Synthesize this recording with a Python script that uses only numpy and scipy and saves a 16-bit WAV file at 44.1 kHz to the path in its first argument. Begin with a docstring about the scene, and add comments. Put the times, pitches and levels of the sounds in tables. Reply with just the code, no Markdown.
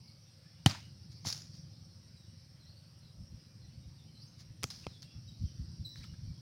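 """A grassy clearing under a palm: two dropped coconuts land, bounce and roll through grass and dry fronds.
Husks ring from a blow and tearing fibres, the turf thuds as a sinking tone, and the trees scatter it back.
Grass, snapping stalks and hollow ribs are bursts of uneven noise. Birds sing fluttering glides with faint
overtones. Filtered noise gives the insect hiss, thin air, low rumble and puffs of wind on the microphone."""
import sys
import numpy as np
from scipy import signal
from scipy.fft import rfft, irfft, next_fast_len
from scipy.io import wavfile
from scipy.ndimage import uniform_filter1d

SR = 44100
rng = np.random.default_rng(int(sys.argv[2]) if len(sys.argv) > 2 else 0)


def master_out(mix):
    """Clip the mix to full scale and print it as 16-bit PCM to the path in sys.argv[1]."""
    frames = np.transpose(np.atleast_2d(mix))
    ceiling = np.clip(frames, -1, 1)
    pcm = np.round(ceiling * 32767).astype(np.int16)
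    wavfile.write(sys.argv[1], SR, pcm)


N = 282666
T = np.arange(N) / SR  # time [s]
TOP_HZ = 15900  # upper edge of the whole sound


def undb(db):
    """Turn decibels into a gain."""
    return 10 ** (np.asarray(db) / 20)


def unit(x):
    """Scale to rms 1."""
    return x / np.sqrt(np.mean(x ** 2) + 1e-20)


def blow(x):
    """Scale a short sound to the energy of 10 ms at rms 1."""
    return x / np.sqrt(np.sum(x ** 2) / (SR / 100) + 1e-20)


def fall(t, t60):
    """Fade that drops by 60 dB in t60 seconds."""
    return np.exp(-np.log(1000) * t / t60)


def add(out, s, x):
    """Mix x into out from time s."""
    i = max(int(s * SR), 0)
    out[i:i + len(x)] += x[:max(N - i, 0)]


def colour(x, points):
    """Filter x to the given (Hz, dB) outline, without sounding ahead of time."""
    size = 8192
    hz, db = np.transpose(points)
    bins = np.maximum(np.fft.rfftfreq(size, 1 / SR), 1)
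    outline_db = np.interp(np.log(bins), np.log(hz), db)
    # folding the cepstrum puts the filter's energy as early as possible
    cepstrum = irfft(np.log(undb(outline_db)))
    cepstrum[1:size // 2] *= 2
    cepstrum[size // 2 + 1:] = 0
    response = irfft(np.exp(rfft(cepstrum)))
    return signal.fftconvolve(x, response)[:len(x)]


def resonate(x, hz, width):
    """One resonance, gain 1 at its centre."""
    b, a = signal.iirpeak(min(hz, SR / 2 - 2000), hz / width, fs=SR)
    return signal.lfilter(b, a, x)


def lowpass(x, hz, order=2):
    """Smooth roll-off above hz."""
    return signal.sosfilt(signal.butter(order, min(hz, SR / 2 - 2000), fs=SR, output="sos"), x)


def walk(rate):
    """Slow random wandering with rms 1, taking about rate new values per second."""
    k = int(SR / rate)
    steps = np.repeat(rng.standard_normal(N // k + 1), k)
    return unit(uniform_filter1d(steps, k)[:N])


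def crackle(count, spread_db):
    """Dense tiny fractures of very unequal size."""
    size_db = spread_db * np.minimum(rng.exponential(size=count), 5)
    return unit(rng.standard_normal(count) * undb(size_db))


def breeze(count=22, drift_db=2.0):
    """Thin noise of far leaves whose bands swell and fade on their own."""
    # outline of the leaf noise: (frequency [Hz], level [dB])
    air_colour = [(300, -7.5), (440, -6.5), (520, 0.5), (700, -5), (1000, -8), (3000, -8.5), (5000, -9),
                  (7200, -19.5), (8800, -18), (10200, -21.5), (11200, -23), (12200, -20), (16000, -26)]
    edges, size = np.geomspace(200, 17000, count), next_fast_len(N, True)
    spectrum, hz = rfft(rng.standard_normal(size)), np.fft.rfftfreq(size, 1 / SR)
    leaves = np.zeros(N)
    for lo, hi in zip(edges, edges[1:]):
        band = irfft(spectrum * ((hz >= lo) & (hz < hi)), size)[:N]
        drift = drift_db * min(1, 2500 / hi)  # the treble drifts less
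        leaves += band * undb(drift * walk(9))
    return unit(colour(leaves, air_colour))


def outdoors(hum_hz=530, hum_db=-85, rumble_gain_db=2.5, insect_gain_db=-1.5, air_db=-72.0,
             throb_per_s=22, throb_db=3):
    """A throbbing low rumble, a wavering hum, thin air noise and far insects that shimmer band by band."""
    # slow course of the background, before the two gains: (time [s], rumble level [dB], insect level [dB])
    background = [(0.0, -57, -65), (0.19, -64.5, -65.5), (0.89, -56, -64.5), (1.52, -55, -62),
                  (2.62, -60.5, -67.5), (3.82, -57.5, -67.5), (5.34, -56.5, -63), (5.59, -53, -63),
                  (6.07, -56, -61.5), (6.41, -54.5, -64.5)]
    # outline of the rumble: (frequency [Hz], level [dB])
    rumble_colour = [(13, -64), (22, -30.5), (48, -29.5), (82, -4), (108, -0.5), (167, -3.5), (185, -12.5),
                     (227, -13.5), (258, -23), (306, -20), (480, -39.5), (620, -65.5), (1060, -120)]
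    # outline of the insect hiss: (frequency [Hz], level [dB])
    insect_colour = [(3200, -42), (3900, -2.5), (4600, 5), (5300, 9), (5850, 5.5), (6300, -15.5),
                     (7000, -52)]
    s, *columns = np.transpose(background)
    rumble_db, insect_db = (np.interp(T, s, column) for column in columns)

    # the throb's timing wanders a little
    beat = np.sin(2 * np.pi * throb_per_s * T + .5 * walk(4.1))
    throb = unit(undb(throb_db * beat))
    rumble = unit(colour(rng.standard_normal(N), rumble_colour)) * undb(rumble_db + rumble_gain_db) * throb

    air = breeze() * undb(air_db + 0.19 * walk(5.9))

    chorus = np.zeros(N)
    for hz in np.linspace(3800, 6200, 14):
        chorus += resonate(rng.standard_normal(N), hz, 140) * undb(3.6 * walk(16))
    insects = unit(colour(chorus, insect_colour)) * undb(insect_db + insect_gain_db)

    hum_phase = 2 * np.pi * np.cumsum(hum_hz * (1 + 0.01445 * walk(30))) / SR
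    return rumble + undb(hum_db) * unit(np.sin(hum_phase)) + air + insects


def crickets(flutter_db=3.5):
    """High thin songs: noise through two equal narrow resonances, fluttering in strength."""
    # insect songs: (frequency [Hz], width of each resonance [Hz], level before the flutter [dB])
    songs = [(8590, 670, -87), (9200, 910, -90.5), (11130, 130, -93)]
    out = np.zeros(N)
    for hz, width, db in songs:
        song = resonate(resonate(rng.standard_normal(N), hz, width), hz, width)
        out += unit(song) * undb(db) * undb(flutter_db * walk(45))
    return out


def wind(count=14, eddy_db=-70, freshen_db_per_s=4.0, puff_s=0.03):
    """Puffs are brief swells of low turbulence; weak ones come at random and grow as the breeze freshens."""
    # stronger puffs on the microphone: (time of the peak [s], level [dB])
    puffs = [(3.21, -45.5), (3.34, -47.5), (3.80, -48.5), (3.877, -49.5), (5.172, -48), (5.436, -32.5),
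             (5.61, -38), (5.81, -41.5), (6.01, -46.5), (6.255, -42.5), (6.3, -40)]
    # outline of the turbulence: (frequency [Hz], level [dB])
    puff_colour = [(20, -25.5), (40, -12), (70, 4), (125, -1.5), (200, -12), (320, -31.5), (450, -63),
                   (800, -66)]
    out = np.zeros(N)
    middle = T[8192]
    shape = np.exp(-((T[:16384] - middle) / puff_s) ** 2)
    weak_times = T[-1] * (np.arange(count) + rng.random(count)) / count
    weak = [(s, eddy_db + freshen_db_per_s * s) for s in weak_times]
    for s, db in list(puffs) + weak:
        eddy = colour(rng.standard_normal(len(shape)), puff_colour) * shape
        # give every eddy the energy of its shape
        eddy *= np.sqrt(np.sum(shape ** 2) / np.sum(eddy ** 2))
        add(out, s - middle, undb(db) * eddy)
    return out


def canopy(x, t60, wet_db):
    """Foliage around a distant bird smears its note into a fading tail of noise-like echoes."""
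    response = rng.standard_normal(SR) * fall(T[:SR], t60)
    return undb(wet_db) * signal.fftconvolve(x, response / np.sqrt(np.sum(response ** 2)))[:N]


def birds(count=220, far_db=-75, far_spread_db=7, far_db_per_octave=8, far_direct_db=-7,
          far_low_hz=1530, far_high_hz=5590, far_note_s=0.068, far_octaves=0.27,
          bird_rasp=0.026, chip_octaves=-0.071, chip_rasp=0.0099):
    """Chips, sweeps and slurs are fluttering glides with faint overtones; many more birds twitter further off."""
    # short, slightly falling chips: (time [s], level [dB], start pitch [Hz], length [s])
    chips = [(2.161, -62.5, 4040, .04), (2.188, -69.5, 3895, 0.051), (5.273, -56, 3945, 0.031),
             (5.844, -42, 4084, 0.035)]
    # calls that sag, sweep up and end high: (time of the rise [s], level [dB])
    sweeps = [(1.155, -62), (4.21, -57)]
    # quick strokes of such a call:
    # (time from the rise [s], level within the call [dB], start pitch [Hz], length [s], glide [octaves])
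    strokes = [(-.07, -4, 4290, 0.0487, -.1), (-.022, -5, 4030, 0.026, .3), (0, 2, 4250, .036, .42),
               (0.028, -11, 5200, .02, -.2), (.048, -9, 5950, 0.038, 0.094)]
    # rasping slurs: (time [s], level [dB], start pitch [Hz], length [s], glide [octaves])
    slurs = [(0.018, -62, 5250, 0.064, -.08), (0.067, -57, 4950, 0.026, -.3),
             (0.017, -73, 2260, 0.12, -0.071), (0.407, -72.5, 1660, 0.089, 0.13),
             (0.809, -63, 3145, 0.037, -.15), (2.46, -72, 5120, 0.058, .12),
             (2.589, -65.5, 4270, 0.069, -0.18), (2.648, -65, 4110, 0.091, .12),
             (2.746, -63, 4580, 0.062, -0.03), (2.838, -65, 4300, 0.092, 0.22),
             (2.997, -67, 4360, 0.1, -.24), (3.22, -68.5, 5380, 0.088, .08), (3.319, -69.5, 5120, .1, -.04),
             (3.605, -66, 4480, 0.064, -.24), (3.784, -73, 3850, 0.091, -.06),
             (3.975, -65.5, 4020, 0.04, -0.24), (4.055, -74, 3010, 0.064, 0.06),
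             (4.877, -63, 4250, 0.054, -.17), (4.917, -63, 3750, 0.053, -0.21),
             (5.034, -68, 3220, 0.11, 0.086), (5.029, -67, 2744, 0.1, -.06),
             (5.41, -69.5, 3350, 0.11, -0.18), (6.065, -66.5, 2830, 0.034, .05),
             (6.332, -73, 3240, 0.08, 0.052)]
    # second, third and fourth harmonic of a note: level [dB] against the first
    overtones_db = [-21.5, -25.5, -28]
    near, far, flutter = np.zeros(N), np.zeros(N), walk(900)

    def note(s, db, hz, length, octaves, rasp=bird_rasp):
        """One glide that swells and fades; rasp is the flutter as a share of the pitch."""
        u = np.linspace(0, 1, int(length * SR))
        wobble = 1 + rasp * np.take(flutter, int(s * SR) + np.arange(len(u)), mode="wrap")
        phase = 2 * np.pi * np.cumsum(hz * 2 ** (octaves * u) * wobble) / SR
        tone = np.sin(phase)
        for k, level in enumerate(overtones_db, 2):
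            if k * hz < SR / 2:
                tone = tone + undb(level) * np.sin(k * phase)
        return undb(db) * np.sin(np.pi * u) * tone

    for s, db, hz, length in chips:
        add(near, s, note(s, db, hz, length, chip_octaves, chip_rasp))
    for s, db in sweeps:
        for after, stroke_db, hz, length, octaves in strokes:
            add(near, s + after, note(s + after, db + stroke_db, hz, length, octaves))
    for s, *slur in slurs:
        add(far, s, note(s, *slur))
    # far birds sing at random, the lower ones more softly
    for when, loud, high, long, bend in rng.random((count, 5)):
        hz = far_low_hz + (far_high_hz - far_low_hz) * high ** .7
        db = far_db + far_spread_db * loud ** 2 + far_db_per_octave * np.log2(hz / far_high_hz)
        s = T[-1] * when
        add(far, s, note(s, db, hz, far_note_s * (.5 + long), far_octaves * (bend - .5)))
    near_tail = canopy(near, t60=0.47, wet_db=0)
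    far_tail = canopy(far, t60=0.32, wet_db=1.5)
    return near + near_tail + undb(far_direct_db) * far + far_tail


def husks(crush=1.65):
    """A sharp blow and crushing fibres ring the husk; returns the direct sound and the share sent to the trees."""
    # husk contacts: (time [s], which nut, crack level [dB], pitch factor of the husk, brightness limit [Hz],
    # dry slap added to the ring [dB], share sent to the trees [dB], time for the fibres to give way [s])
    contacts = [(0.6603, "first", -33, 0.99, 12000, -29, -16, 0.00081),
                (0.6619, "first", -22.5, 0.995, 5860, -21, -2.5, 0.0024),
                (0.6633, "first", -37, 1.22, 4000, -35, -10, 0.0025),
                (0.669, "first", -41, 2.3, 1920, -10, -12, .002),
                (1.2510, "first", -48.5, 1.075, 1090, -33, -12, 0.00082),
                (4.6288, "second", -50, 0.78, 6000, -7, -18, 0.00054),
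                (4.6338, "second", -39.5, 0.89, 14000, -7, -10, 0.00017),
                (4.64, "second", -47.5, 0.77, 15500, -16, -0.5, 0.00033),
                (4.6409, "second", -34.5, 0.97, 9500, -27, -33, 0.00023),
                (4.6431, "second", -44.5, 1.1, 700, 20, -27, .0004),
                (4.8675, "second", -41, 0.72, 840, 25, -23, 0.00022),
                (4.868, "second", -46.5, 0.96, 3130, -16, -5, 0.00023)]
    # ringing modes of each husk, before the pitch factor: (frequency [Hz], width [Hz], level [dB])
    first_husk = [(796, 58, 5), (920, 82, -2), (1010, 100, -1), (1380, 490, -12), (1900, 200, -6),
                  (2560, 150, -9), (2990, 234, 6), (3480, 180, -8.5), (4250, 160, -13), (5660, 350, -5),
                  (9700, 440, -12)]
    second_husk = [(448, 410, 8), (1370, 210, 10.5), (2210, 220, 5), (2570, 350, 8), (3360, 260, 8.5),
                   (4850, 590, 7.5), (5600, 390, 4), (6270, 150, -1), (14500, 1200, -6)]
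    near, sent, t = np.zeros(N), np.zeros(N), T[:4096]
    for s, nut, db, pitch, bright_hz, slap_db, send_db, crush_s in contacts:
        modes = first_husk if nut == "first" else second_husk
        click = blow(1. * (t == 0))
        # tearing fibres add mostly treble to the blow
        tearing = rng.standard_normal(len(t)) * np.exp(-(t / crush_s) ** 2)
        fibres = np.diff(tearing, prepend=0)
        force = click + crush * blow(fibres)
        ring = np.zeros(len(t))
        for hz, width, mode_db in modes:
            if hz * pitch < TOP_HZ - 1000:
                ring += undb(mode_db) * resonate(force, hz * pitch, width * pitch)
        add(near, s, undb(db) * blow(lowpass(ring + undb(slap_db) * force, bright_hz)))
        # averaged over all directions the hollow colour evens out
        add(sent, s, undb(db + send_db) * blow(lowpass(click, bright_hz)))
    return near, sent


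def turf(stiffening=1.6, settle_s=0.0041, rise_s=0.0059, upper_ratio=2.59, upper_db=-19, dent_db=-27,
         turf_t60_s=0.046):
    """Soil rings a few cycles, higher at first while pressed hardest; the dent adds a one-way push."""
    # blows on the turf: (time [s], level [dB], pitch it settles to [Hz])
    thuds = [(0.6604, -1, 102), (1.2588, -25, 89), (1.2686, -24, 98), (4.6414, -20.5, 95.8),
             (4.8695, -25.5, 90)]
    out, t = np.zeros(N), T[:12000]
    for s, db, hz in thuds:
        phase = 2 * np.pi * np.cumsum(hz * (1 + stiffening * np.exp(-t / settle_s))) / SR
        upper = undb(upper_db) * np.sin(2 * np.pi * upper_ratio * hz * t)
        ring = np.sin(phase) + upper + undb(dent_db)
        add(out, s, -undb(db) * ring * (1 - np.exp(-t / rise_s)) * fall(t, turf_t60_s))
    return out


def grass(stalk_width_hz=700, stalk_ring_db=4, snap_s=0.0022):
    """Blades and dry fronds crackle under a rolling nut, higher where they are finer; some stalks snap."""
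    # nuts and fronds brushing through leaves and grass:
    # (start [s], level [dB], rise [s], time to fall by 60 dB [s], pitch factor of the crackle)
    brushes = [(0.66, -30, 0.0016, 0.064, 0.93), (0.685, -45.5, 0.0054, 0.45, 0.96),
               (1.109, -61.5, .014, 0.11, 1.02), (1.242, -37.5, 0.036, 0.42, 1.044),
               (1.531, -58, 0.021, .22, 0.98), (4.375, -55.5, 0.033, 0.11, 1.0),
               (4.638, -55, 0.0047, 0.45, 1.17), (4.698, -50, 0.006, 0.68, 0.97),
               (5.02, -58.5, 0.014, 0.15, 0.81), (5.958, -58, 0.018, 0.64, 0.92),
               (6.029, -57, 0.014, 0.15, 0.86)]
    # outline of the crackle, before the pitch factor: (frequency [Hz], level [dB])
    grass_colour = [(240, -48), (400, -19), (1090, -16.5), (1560, -15), (2470, -14), (2840, -15.5),
                    (5110, 0.5), (6740, -10), (7870, -27.5), (9180, -17), (11600, -27.5), (16000, -26)]
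    # dry stalks snapping: (time [s], level [dB], ring [Hz])
    snaps = [(0.67, -49, 4200), (0.692, -53, 5000), (0.697, -45, 4200), (.7105, -47, 4400),
             (1.25, -56, 5500), (1.2695, -39.5, 5730), (1.276, -46, 5500), (1.3018, -38.5, 5060),
             (1.3263, -37, 4500), (1.329, -44.5, 4740), (1.347, -49, 5200), (1.364, -54, 5400),
             (1.419, -53, 5170), (4.703, -46.5, 4160), (4.7098, -48, 5100), (4.7605, -57, 5200),
             (5.021, -54, 4550), (5.028, -52.5, 4530)]
    out, t = np.zeros(N), T[:SR]
    patches = undb(1.5 * walk(300))
    for s, db, rise_s, t60, pitch in brushes:
        push = undb(db) * np.minimum(t / rise_s, 1) * fall(np.maximum(t - rise_s, 0), t60)
        patch = np.take(patches, int(s * SR) + np.arange(len(t)), mode="wrap")
        blades = crackle(len(t), spread_db=3.5) * patch
        outline = [(hz * pitch, level) for hz, level in grass_colour]
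        add(out, s, push * unit(colour(blades, outline)))
    t = T[:2048]
    for s, db, hz in snaps:
        fracture = colour(crackle(len(t), spread_db=3.5) * np.exp(-t / snap_s), grass_colour)
        ring = undb(stalk_ring_db) * resonate(fracture, hz, stalk_width_hz)
        add(out, s, undb(db) * blow(fracture + ring))
    return out


def trees(x, arrive_s=0.035, early=1.0):
    """Trunks and leaves scatter sound back, more of them after arrive_s; the highest band dies first."""
    # scatter in five bands, low to high: (level [dB], time to fall by 60 dB [s])
    scatter_bands = [(-13, 0.18), (-9.5, 0.24), (-11.5, 0.4), (-9.5, 0.29), (-12.5, 0.14)]
    t, response = T[:SR], 0
    edges = [60, 600, 1500, 3500, 7000, 18000]  # Hz
    for lo, hi, (db, t60) in zip(edges, edges[1:], scatter_bands):
        band_filter = signal.butter(2, [lo, hi], "band", fs=SR, output="sos")
        band = signal.sosfilt(band_filter, crackle(len(t), spread_db=1.0))
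        shape = (early + (t > arrive_s)) * fall(t, t60)
        response = response + undb(db) * band * shape / np.sqrt(np.sum(shape ** 2))
    return signal.fftconvolve(x, response)[:N]


def fronds(scrape_hz=5000, rib_width_hz=180, upper_ratio=2.22, upper_db=-12.5, scrape_db=-19):
    """A short run of tiny knocks rings a hollow rib in two modes, with a little dry scraping."""
    # debris and rolling nuts on dry ribs: (time [s], level [dB], length [s], ring [Hz])
    clatters = [(0.702, -49.5, 0.019, 1090), (0.731, -52.5, 0.037, 1750), (0.736, -49, 0.027, 1020),
                (0.763, -58, 0.036, 880), (1.252, -53, 0.0055, 870), (1.259, -58, 0.017, 850),
                (4.704, -57, 0.011, 1420), (4.829, -58, 0.03, 2700), (5.957, -58, 0.0044, 1750),
                (5.996, -63, 0.041, 1900), (6.028, -59.5, 0.017, 2260), (6.039, -59.5, 0.015, 1370),
                (6.134, -66, .018, 1600)]
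    out, t = np.zeros(N), T[:4096]
    for s, db, length, hz in clatters:
        knocks = crackle(len(t), spread_db=3.0) * np.sin(np.pi * np.minimum(t / length, 1))
        upper = resonate(knocks, hz * upper_ratio, rib_width_hz * upper_ratio)
        ring = resonate(knocks, hz, rib_width_hz) + undb(upper_db) * upper
        add(out, s, undb(db) * blow(lowpass(ring + undb(scrape_db) * knocks, scrape_hz)))
    return out


def scene():
    """Landings and rustle with their scatter, over birds, insects and wind."""
    background = outdoors() + crickets() + wind() + birds()
    cracks, sent = husks()
    thuds = turf()
    rustle = grass() + fronds()
    scatter = trees(sent + thuds + undb(-14.0) * rustle)
    return (background + cracks + thuds + rustle + scatter)[None]


def record(dry):
    """A steep filter cuts the treble above TOP_HZ."""
    return signal.sosfilt(signal.ellip(10, .2, 70, TOP_HZ, fs=SR, output="sos"), dry)


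dry = scene()
out = record(dry)
master_out(out)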